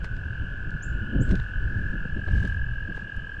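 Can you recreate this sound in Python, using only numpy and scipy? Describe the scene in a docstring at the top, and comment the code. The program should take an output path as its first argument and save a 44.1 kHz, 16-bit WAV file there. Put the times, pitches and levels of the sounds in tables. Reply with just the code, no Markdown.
"""A toad trills close to the microphone in a woodland pond, its vocal sac ringing once per pulse.
A lower toad stops after two seconds, and a third trills far off. Small frogs creak in a distant
chorus, and a bird gives two thin rising chirps among the trees. On the path, steps scuff dry leaves
and snap twigs while gusts buffet the microphone."""
import sys
import numpy as np
from scipy import signal
from scipy.fft import rfft, irfft
from scipy.io import wavfile
from scipy.ndimage import uniform_filter1d

SR = 44100
rng = np.random.default_rng(int(sys.argv[2]) if len(sys.argv) > 2 else 0)


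def materialize(psi):
    """Save the field psi as 16-bit PCM at rate SR to the path in sys.argv[1].

    A 1-D psi becomes a single channel; in a 2-D psi each row is a channel.
    """
    bounded = np.clip(np.atleast_2d(psi).T, -1, 1)
    quanta = np.round(bounded * 32767).astype(np.int16)
    wavfile.write(sys.argv[1], SR, quanta)


N = 149940
T = np.arange(N) / SR


def amp(db):
    """Decibels to gain."""
    return 10 ** (np.asarray(db) / 20)


def unit(x):
    """Scales to rms 1."""
    return x / np.sqrt(np.mean(x ** 2) + 1e-20)


def at(curve, s):
    """Reads a curve at the given times."""
    return np.interp(s, *np.transpose(curve)[:2])


def add(mix, s, sound):
    """Mixes a sound in at time s."""
    part = mix[max(round(s * SR), 0):][:len(sound)]
    part += sound[:len(part)]


def colour(x, spectrum, tilt_db=0):
    """Filters by a spectrum, tilted in dB per octave about 3 kHz; rms 1."""
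    hz = np.fft.rfftfreq(len(x), 1 / SR) + 1
    points_hz, points_db = np.transpose(spectrum)
    db = np.interp(np.log(hz), np.log(points_hz), points_db) + tilt_db * np.log2(hz / 3000)
    return unit(irfft(rfft(x) * amp(db), len(x)))


def noise(spectrum):
    """Steady noise with the given spectrum."""
    return colour(rng.standard_normal(N), spectrum)


def swells(rows):
    """One bell-shaped swell for each row."""
    return sum(amp(db) * np.exp(-((T - s) / half) ** 2) for s, half, db in rows)


def woods_echo(x, t60):
    """Echoes off trunks and water; they shift as the microphone is carried along the path."""
    t, out = np.arange(SR // 2) / SR, np.zeros(N)
    for k in range(3):
        tail = rng.standard_normal(len(t)) * amp(-60 * t / t60) * np.minimum(t / .008, 1)
        crossfade = np.cos(np.pi * (T * 1.3 + k / 3)) * np.sqrt(2 / 3)
        out += signal.fftconvolve(x * crossfade, tail / np.linalg.norm(tail))[:N]
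    return out


# ambience of the woods (frequency [Hz], level [dB])
AIR_SPECTRUM = [(100, 3.5), (300, 0.5), (550, 0), (800, -6), (1200, -5), (1700, -1), (2000, -16.5),
                (2400, -12.5), (3300, -13), (3700, -21.5), (4500, -22), (6000, -28), (8500, -32.5),
                (10000, -44.5), (12000, -61.5)]


def woodland_air(level_db=-51.5):
    """A faint, steady hush all around the pond."""
    return amp(level_db) * noise(AIR_SPECTRUM)


# small frogs in the distance (time [s], length [s], relative level [dB])
CREAKS = [(0.148, 0.48, -60.5), (0.763, 0.54, -56), (1.336, 0.28, -57.5), (1.821, 0.75, -55.5),
          (2.42, 0.54, -58.5), (2.801, .55, -56)]
# the farthest frogs, blurred into a band (frequency [Hz], level [dB])
CHORUS_SPECTRUM = [(1900, -36), (2300, -12), (2550, -3), (2720, 2), (3000, -1.5), (3250, -17),
                   (3600, -38.5), (5000, -68)]


def frog_chorus(from_hz=2700, to_hz=3026, scatter_hz=51, pulses_per_s=70, half_pulse_s=.0018):
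    """Each creak is a run of pulses that climbs and swells; mostly its echo reaches the microphone."""
    out, t = np.zeros(N), np.arange(-300, 300) / SR
    pulse_shape = np.exp(-(t / half_pulse_s) ** 2)
    for s, length, db in CREAKS:
        creak = np.zeros(int(length * SR) + len(t))
        pulse_places = np.arange(0, 1, 1 / (length * pulses_per_s))
        for progress, scatter in zip(pulse_places, rng.standard_normal(200)):
            hz = from_hz + (to_hz - from_hz) * progress + scatter_hz * scatter
            swell = np.sqrt(abs(np.sin(np.pi * progress ** 1.1)))
            add(creak, progress * length, swell * pulse_shape * np.sin(2 * np.pi * (hz * t + scatter)))
        add(out, s, amp(db - 4) * unit(creak))
    return amp(-6) * out + woods_echo(out, t60=.35) + amp(-60) * noise(CHORUS_SPECTRUM)


# chirps in the trees (time [s], length [s], start [Hz], end [Hz], bend [exponent], level [dB])
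CHIRPS = [(0.823, 0.028, 5180, 7620, .31, -43.5), (1.206, .037, 6250, 8100, .7, -48)]


def bird(echo_db=-9):
    """Quick upward whistles that hang briefly among the trees."""
    out = np.zeros(N)
    for s, length, start_hz, end_hz, bend, db in CHIRPS:
        progress = np.linspace(0, 1, int(length * SR))
        hz = start_hz + (end_hz - start_hz) * progress ** bend
        swell = abs(np.sin(np.pi * progress)) ** .56
        add(out, s, amp(db) * swell * np.sin(2 * np.pi * np.cumsum(hz) / SR))
    return out + amp(echo_db) * woods_echo(out, t60=.36)


# soles in leaves and heels on earth, on the path (time [s], half length [s], level [dB])
SCUFFS = [(0.049, 0.014, -49), (1.316, 0.0097, -51), (1.338, 0.12, -58.5), (1.825, 0.28, -65),
          (3, .035, -62.5), (2.41, 0.13, -53.5), (2.96, 0.025, -60.5), (3.7, 0.12, -77)]
HEELS = [(.045, 0.0094, -44), (2.283, 0.0098, -37), (2.91, 0.0055, -49), (2.978, 0.0044, -42)]
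# their tone at the microphone (frequency [Hz], level [dB])
SCUFF_SPECTRUM = [(400, -1), (1500, 5.5), (2500, 2), (4500, -4), (8000, -12.5), (11000, -23), (14000, -45)]
HEEL_SPECTRUM = [(100, -15), (400, -3), (900, -10), (1800, -20.5), (4000, -33), (10000, -70)]


def footsteps(grains_per_s=10000, grain_spread_db=2):
    """Soles scuff a grainy rustle out of dry leaves, and heels thud on the earth."""
    sizes = amp(grain_spread_db * np.minimum(rng.exponential(1, N), 4))
    grains = rng.standard_normal(N) * sizes * (rng.random(N) < grains_per_s / SR)
    return colour(grains, SCUFF_SPECTRUM) * swells(SCUFFS) + noise(HEEL_SPECTRUM) * swells(HEELS)


# twigs and leaves breaking underfoot (time [s], level [dB], brightness [dB per octave])
SNAPS = [(.045, -27, -3.5), (0.167, -42, 0), (.707, -51, 7), (1.2919, -40, 7), (1.309, -33, -4),
         (1.3135, -37, 4.5), (1.3549, -30, -0.5), (1.3998, -28.5, -4), (2.358, -40, -7), (2.452, -35, 0),
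         (2.476, -44.5, 19), (3.166, -46.5, 21)]
# tone of a snap (frequency [Hz], level [dB])
SNAP_SPECTRUM = [(300, -14.5), (1300, 10.5), (2800, 7), (4500, -0.5), (7000, -10), (11000, -32),
                 (14000, -37)]


def twig_snaps(snap_s=.0011, tail_db=-25, tail_s=.023):
    """Each break on the path is one sharp crack with a faint tail."""
    out, t = np.zeros(N), np.arange(SR // 20) / SR
    attack = 1 - np.exp(-t / .0001)
    decay = np.exp(-t / snap_s) + amp(tail_db) * np.exp(-t / tail_s)
    for s, db, tilt_db in SNAPS:
        crack = colour(rng.standard_normal(len(t)), SNAP_SPECTRUM, tilt_db)
        add(out, s - .0005, amp(db) * crack * attack * decay)
    return out


# wind right on the microphone: deep rumble and sharper buffeting (time [s], relative level [dB])
RUMBLE_LEVEL = [(0.0, -28.5), (0.29, -32), (0.35, -27), (0.39, -27), (0.71, -33.5), (0.75, -19),
                (0.79, -31.5), (1.14, -27.5), (1.16, -18), (1.31, -19), (1.51, -34), (1.56, -28),
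                (1.66, -27), (1.74, -19), (1.81, -27.5), (2.28, -27.5), (2.31, -18.5), (3.06, -38),
                (3.11, -34.5), (3.4, -37)]
BUFFET_LEVEL = [(0, -55), (.45, -45.5), (.65, -50.5), (.95, -46.5), (1.1, -38.5), (1.165, -23.5),
                (1.245, -39.5), (1.32, -24), (1.39, -52), (1.6, -49.5), (1.72, -39.5), (2.0, -48),
                (2.25, -49), (2.32, -39), (2.45, -35), (2.52, -51), (2.84, -60), (2.89, -38.5), (2.95, -50),
                (3.4, -52)]
# tone of each (frequency [Hz], level [dB])
RUMBLE_SPECTRUM = [(10, 0), (25, -0.5), (40, 1), (70, -2), (115, -5), (170, -14.5), (260, -33.5),
                   (600, -66.5), (2000, -100)]
BUFFET_SPECTRUM = [(60, -10), (130, -3), (190, 2.5), (300, -4.5), (420, -14), (600, -21.5), (1000, -40),
                   (3000, -76.5)]
# short puffs on the microphone (time [s], half length [s], level [dB])
PUFFS = [(.75, .01, -39.5), (1.335, 0.012, -28.5), (1.95, 0.024, -36), (2.055, 0.0043, -28),
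         (2.17, 0.0097, -30.5), (2.195, .008, -32.5), (2.445, 0.0083, -32.5), (2.915, 0.0027, -36)]


def wind(rumble_trim_db=-1, rumble_lumps_db=2, buffet_lumps_db=3):
    """Gusts rumble at the microphone; the strong ones break into lumpy buffeting."""
    lumps = unit(uniform_filter1d(uniform_filter1d(rng.standard_normal(N), size=1100), size=600))
    rumble_gain = amp(at(RUMBLE_LEVEL, T) + rumble_trim_db + rumble_lumps_db * lumps)
    buffet_gain = amp(at(BUFFET_LEVEL, T) + buffet_lumps_db * lumps) + swells(PUFFS)
    return noise(RUMBLE_SPECTRUM) * rumble_gain + noise(BUFFET_SPECTRUM) * buffet_gain


def toad(rate, level, pitch, start_s, pulse_s, echo_db, wander_s,
         sag_hz_per_s=10700, jitter_s=.00007, spread_db=.5):
    """The vocal sac rings once per pulse: a rounded burst of tone that sags a little in pitch."""
    beats = np.cumsum(at(rate, T)) / SR
    end_s = rate[-1][0]
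    count = int(np.interp(end_s, T, beats)) + 1
    times = np.interp(np.arange(count) + np.interp(start_s, T, beats), beats, T)
    drift, jitter, accent = rng.standard_normal((count, 3)).T
    wander = unit(uniform_filter1d(uniform_filter1d(drift, size=9), size=7))
    times = times + wander_s * wander + jitter_s * jitter  # the beat is never quite even
    out = np.zeros(N)
    for s, db in zip(times, at(level, times) + spread_db * accent):
        span = slice(max(int((s - pulse_s * 2) * SR), 0), int((s + pulse_s * 2) * SR))
        t = T[span] - s
        shape = np.exp(-(2 * t / pulse_s) ** 2)
        cycles = t * (at(pitch, s) - .5 * sag_hz_per_s * t)
        out[span] += amp(db) * shape * np.sin(2 * np.pi * cycles)
    return out + amp(echo_db) * woods_echo(out, t60=.49)


# trill of the near, the lower and the far toad (time [s], rate [pulses per s])
NEAR_RATE = [(0, 43.7), (.8, 43.55), (1.0, 42.8), (1.7, 42.55), (2.93, 42.4), (3.01, 39.8), (3.2, 40.2),
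             (3.4, 41)]
LOW_RATE = [(0, 41.5), (1.35, 41.5), (2.06, 40)]
FAR_RATE = [(0, 39.4), (3.4, 38.6)]
# direct sound of each at the microphone (time [s], level [dB])
NEAR_DB = [(0, -40), (.25, -35), (.9, -34), (1.3, -34), (1.6, -32.5), (1.82, -28), (2.05, -31.5),
           (2.45, -26), (2.75, -29.5), (2.9, -28.5), (3.2, -30.5), (3.4, -30.5)]
LOW_DB = [(0, -35.5), (0.249, -37.5), (.9, -33.5), (1.5, -33.5), (1.85, -36.5), (2.06, -34.5)]
FAR_DB = [(0, -64), (1.399, -53.5), (3.4, -56.5)]
# ring of each vocal sac (time [s], pitch [Hz])
NEAR_HZ = [(0, 1639), (1.5, 1674), (2.4, 1646), (3.4, 1637)]
LOW_HZ = [(0, 1508), (0.901, 1511), (1.701, 1538), (2.06, 1480)]
FAR_HZ = [(0, 1297), (3.4, 1320)]


def toads():
    """Three toads in the pond; the one nearest the microphone has the smallest share of echo."""
    near = toad(NEAR_RATE, NEAR_DB, NEAR_HZ, start_s=.0106, pulse_s=.0084, echo_db=-8, wander_s=.00046)
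    low = toad(LOW_RATE, LOW_DB, LOW_HZ, start_s=.0192, pulse_s=.0063, echo_db=-.5, wander_s=.0008)
    far = toad(FAR_RATE, FAR_DB, FAR_HZ, start_s=.01, pulse_s=.014, echo_db=-2, wander_s=.00155)
    return near + low + far


def scene():
    """The pond and the woods from one microphone on the path."""
    return (toads() + frog_chorus() + bird() + footsteps() + twig_snaps() + wind() + woodland_air())[None]


def record(dry, edge_hz=11600):
    """The recorder's band limit cuts the highest treble."""
    lowpass = signal.firwin(511, edge_hz, window=("kaiser", 9), fs=SR)
    return signal.oaconvolve(dry, lowpass[None], "same")


dry = scene()
out = record(dry)
materialize(out)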